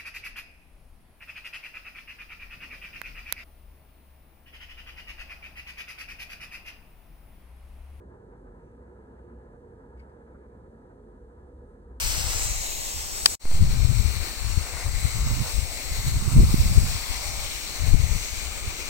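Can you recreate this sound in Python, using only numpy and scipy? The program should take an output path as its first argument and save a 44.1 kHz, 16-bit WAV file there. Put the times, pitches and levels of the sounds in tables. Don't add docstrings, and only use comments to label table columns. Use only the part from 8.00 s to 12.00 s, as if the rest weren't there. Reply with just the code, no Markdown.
import sys
import numpy as np
from scipy import signal
from scipy.fft import rfft, irfft
from scipy.io import wavfile

SR = 44100
rng = np.random.default_rng(int(sys.argv[2]) if len(sys.argv) > 2 else 0)


def waveform_to_disk(signal):
    frames = np.transpose(np.atleast_2d(signal))
    scaled = np.clip(frames, -1, 1) * 32767
    samples = np.round(scaled).astype(np.int16)
    wavfile.write(sys.argv[1], SR, samples)


N = 176400
TIME = np.arange(N) / SR
FREQS = np.fft.rfftfreq(N, 1 / SR)

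# frequency in Hz, how alike they sound from 0 to 1,
# how far the left is ahead in radians, how much louder the left is in dB.
MIC_PAIR = [(60.4, 1, 0.28, -0.5), (89.3, 1, 0.14, -0.2), (131.4, 1, -0.37, 0.5), (257, 0.96, -0.22, 0),
            (360, 0.98, 1.01, -4.5), (460, 0.9, 0.19, -3.5), (510, 0.7, 0, -3), (642, .45, 2, -3),
            (923, .68, 1.58, -0.5), (1070, .75, 2.5, -1), (1330, 0.6, 1.66, 0), (1800, 0.74, 2, 0),
            (2410, 0.83, 3.5, 0), (3750, 0.69, 2, 0), (4180, 0.57, 2, 0), (5140, 0.82, 3, 0.5),
            (6500, .7, 5, 0.5), (7460, 1, 5.5, 0.5), (9070, 0.98, 6.5, -1.5), (10380, 1, 8, 0),
            (11070, 1, 8.5, 1), (13660, 1, 10.5, 0)]


def room_tone():
    # time in seconds, level change in dB.
    swells = [(0, 0), (.15, 1.2), (.6, -0.5), (1, 0.5), (1.4, 1), (1.6, -1), (1.8, 0.3), (2.4, 0.1),
              (2.8, 0), (3.3, -2.5), (3.5, -1), (4, -2.5)]
    swell_db = np.interp(TIME, *np.transpose(swells))
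    colour_db = room_colour()
    return rumble(colour_db, swell_db) + wash(colour_db, swell_db) + hiss(colour_db)


def rumble(colour_db, swell_db):
    # frequency in Hz, level in dB per Hz.
    spectrum = [(15, -102), (25, -93.5), (40, -81.5), (62, -83), (80, -73.5), (92, -81.5), (120, -76),
                (150, -81), (230, -82.5), (500, -81), (570, -88.5), (700, -96), (1200, -125), (3000, -160)]
    return amp(0.65 * swell_db) * pair_noise(curve(spectrum) + colour_db)


def wash(colour_db, swell_db):
    # frequency in Hz, level in dB per Hz.
    spectrum = [(200, -130), (500, -95.5), (700, -91.5), (1020, -91), (1120, -98), (1240, -93.5),
                (1350, -96.5), (1720, -100.5), (2000, -107), (2500, -118), (3500, -131), (6000, -140),
                (14000, -155)]
    flutter_db = 1.53 * drift(per_s=16)
    return amp(swell_db + flutter_db) * pair_noise(curve(spectrum) + colour_db)


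def booms():
    # time in seconds, level in dB.
    upper_levels = [(0, -62), (.07, -47), (.25, -72), (.65, -58), (.82, -51), (1.13, -58), (1.22, -47),
                    (1.28, -58), (1.37, -45), (1.55, -74), (1.83, -63), (2, -43), (2.1, -59), (2.22, -60),
                    (2.3, -53), (2.62, -53.5), (2.75, -72), (3.14, -68), (3.22, -49.5), (3.35, -58),
                    (3.42, -48.5), (3.49, -56), (3.56, -47.5), (3.84, -61.5), (3.91, -43.5), (4, -45.5)]
    # time in seconds, level in dB.
    deep_levels = [(0, -75), (.22, -57), (.5, -50.5), (.7, -60.5), (1.35, -66.5), (1.48, -53), (1.65, -66),
                   (1.8, -56), (2.04, -64), (2.2, -62), (2.7, -61.5), (3.15, -53.5), (3.45, -62),
                   (3.62, -55.5), (4, -56.5)]
    upper = low_tone(upper_levels, centre_hz=63.43, wander_hz=2.42, wander_per_s=3.96)
    deep = low_tone(deep_levels, centre_hz=46.24, wander_hz=5.26, wander_per_s=10)
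    return upper + deep


def low_tone(levels, centre_hz, wander_hz, wander_per_s):
    hz = centre_hz + wander_hz * drift(wander_per_s)
    tone = unit(np.sin(2 * np.pi * np.cumsum(hz) / SR))
    return amp(np.interp(TIME, *np.transpose(levels))) * tone


def tick(start, level_db, rise_s, ring_db):
    # pitch in Hz, relative level in dB, seconds to fade by 60 dB.
    tones = [(1545, -1, 0.087), (2180, 6, 0.079), (2380, -9, 0.045), (2820, -8, 0.067), (4550, 4.5, 0.025),
             (4610, -5, 0.031), (5060, -4, .025)]
    # frequency in Hz, relative level in dB.
    scratch_spectrum = [(600, -11), (1700, 3.5), (2400, -2.5), (3200, -10), (3900, -17), (4800, -9.5),
                        (6000, -20.5), (8500, -17.5), (11000, -24), (14000, -37)]
    age = np.maximum(TIME - start, 0)
    left_lead = curve(MIC_PAIR, column=2)
    ring = 0
    for hz, db, fade_s in tones:
        lag = np.array([[0], [np.interp(hz, FREQS, left_lead)]])
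        phase = 2 * np.pi * (hz * age + rng.random()) - lag
        ring = ring + amp(db) * fade(age, fade_s) * np.sin(phase)
    noise = unit(pair_noise(curve(scratch_spectrum)))
    scratch = amp(-3) * fade(age, fade_s=0.061) * noise
    room_tail = amp(-4.5) * fade(age, fade_s=0.22) * noise
    pan = amp(np.array([[5.5], [-5.5]]) / 2)
    rise = np.minimum(age / rise_s, 1)
    return amp(level_db) * pan * rise * (amp(ring_db) * ring + scratch + room_tail)


def rustle(middle, length, centre_hz, width_hz, level_db):
    band_db = -20 * np.log10(1 + ((FREQS - centre_hz) / width_hz) ** 4)
    return bell(TIME, middle, length) * pair_noise(level_db + band_db)


def hiss(colour_db):
    # frequency in Hz, level in dB per Hz.
    spectrum = [(1000, -124), (2800, -121), (4300, -121.8), (5500, -124.3), (7000, -123.8), (8000, -123.5),
                (9200, -124), (10800, -126), (12000, -130), (14000, -130)]
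    whine_db = 6.5 * bell(FREQS, centre=8785, width=75)
    return pair_noise(curve(spectrum) + colour_db + whine_db)


def room_colour():
    # frequency in Hz, width in Hz, boost in dB (negative makes a dip).
    resonances = [(80.4, 3.9, 4), (101.5, 5.9, 4.5), (149, 6, -4.5), (168.3, 12, 3.5), (200.7, 12, 5),
                  (228, 18, 7.5), (267.6, 12, 6.5), (290, 10, -6), (307, 6.9, 3), (328.6, 5.9, -4),
                  (348.3, 10, 6.5), (371, 17, 6), (389, 13, -7.5), (414.5, 9, 6), (443.5, 13, 5.5),
                  (444, 3.5, -5), (461.5, 4, -3.5), (474.8, 11, 8), (490.6, 7.7, 5), (503, 8, 4.5),
                  (600, 17, 4.5), (716, 21, 2.5), (753, 19, -5), (775, 12, 4.5), (847.6, 14, 6),
                  (927, 12, 5.5), (968, 32, 5), (1030, 12, 6), (1325, 60, 1), (1618, 24, 4), (1691, 43, 8)]
    spacing_hz, ripple_from_hz, flatten_hz = 9, 1050, 3970
    points = np.arange(0, SR / 2, spacing_hz)
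    heights = np.interp(FREQS, points, rng.standard_normal(SR)[:len(points)])
    ripple_db = 1.6 * heights * (FREQS > ripple_from_hz) / (1 + (FREQS / flatten_hz) ** 2)
    return ripple_db + sum(db * bell(FREQS, hz, width) for hz, width, db in resonances)


def pair_noise(spectrum_db):
    noise_a, noise_b = rfft(rng.standard_normal((2, N)))
    likeness = np.clip(curve(MIC_PAIR, column=1), 0, 1)
    left_lead, pan_db = curve(MIC_PAIR, column=2), curve(MIC_PAIR, column=3)
    common = np.sqrt((1 + likeness) / 2) * noise_a
    apart = np.sqrt((1 - likeness) / 2) * noise_b
    left = (common + apart) * amp(pan_db / 2)
    right = (common - apart) * amp(-pan_db / 2) * np.exp(-1j * left_lead)
    return irfft(np.array([left, right]) * amp(spectrum_db) * np.sqrt(SR / 2), N)


def curve(table, column=1):
    table = np.array(table)
    return np.interp(np.log(FREQS + 1), np.log(table[:, 0]), table[:, column])


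def drift(per_s):
    return unit(irfft(rfft(rng.standard_normal(N)) / (1 + (FREQS / per_s) ** 4), N))


def bell(x, centre, width):
    return np.exp(-2 * ((x - centre) / width) ** 2)


def fade(age, fade_s):
    return np.exp(-np.log(1000) * age / fade_s)


def amp(db):
    return 10 ** (np.asarray(db) / 20)


def unit(x):
    return x / np.sqrt(np.mean(x ** 2) + 1e-30)


def scene():
    # middle in seconds, length in seconds,
    # centre in Hz, width in Hz, peak level in dB per Hz.
    rustles = [(0.666, .08, 6150, 600, -120.5), (0.677, 0.17, 2320, 500, -111),
               (1.18, 0.15, 3800, 1000, -123), (1.262, 0.31, 2630, 380, -114),
               (2.097, 0.021, 1400, 370, -91), (2.353, 0.02, 1340, 230, -87.5),
               (2.43, 0.27, 2140, 300, -107), (3.426, 0.13, 79.6, 7, -66.5),
               (3.694, 0.093, 9200, 1600, -124)]
    # start in seconds, level in dB, rise in seconds, ring strength in dB.
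    ticks = [(1.453, -84, 0.002, -4), (1.969, -65, 0.013, -4), (1.9945, -66, 0.002, -0.5),
             (2.0005, -69, 0.0013, -1.5), (2.092, -73, 0.0055, -8)]
    room = room_tone() + booms()
    return room + sum(rustle(*row) for row in rustles) + sum(tick(*row) for row in ticks)


def record(dry):
    low_pass = signal.firwin(511, cutoff=14450, window=("kaiser", 9), fs=SR)
    return signal.oaconvolve(dry, low_pass[None], "same")


dry = scene()
out = record(dry)
waveform_to_disk(out)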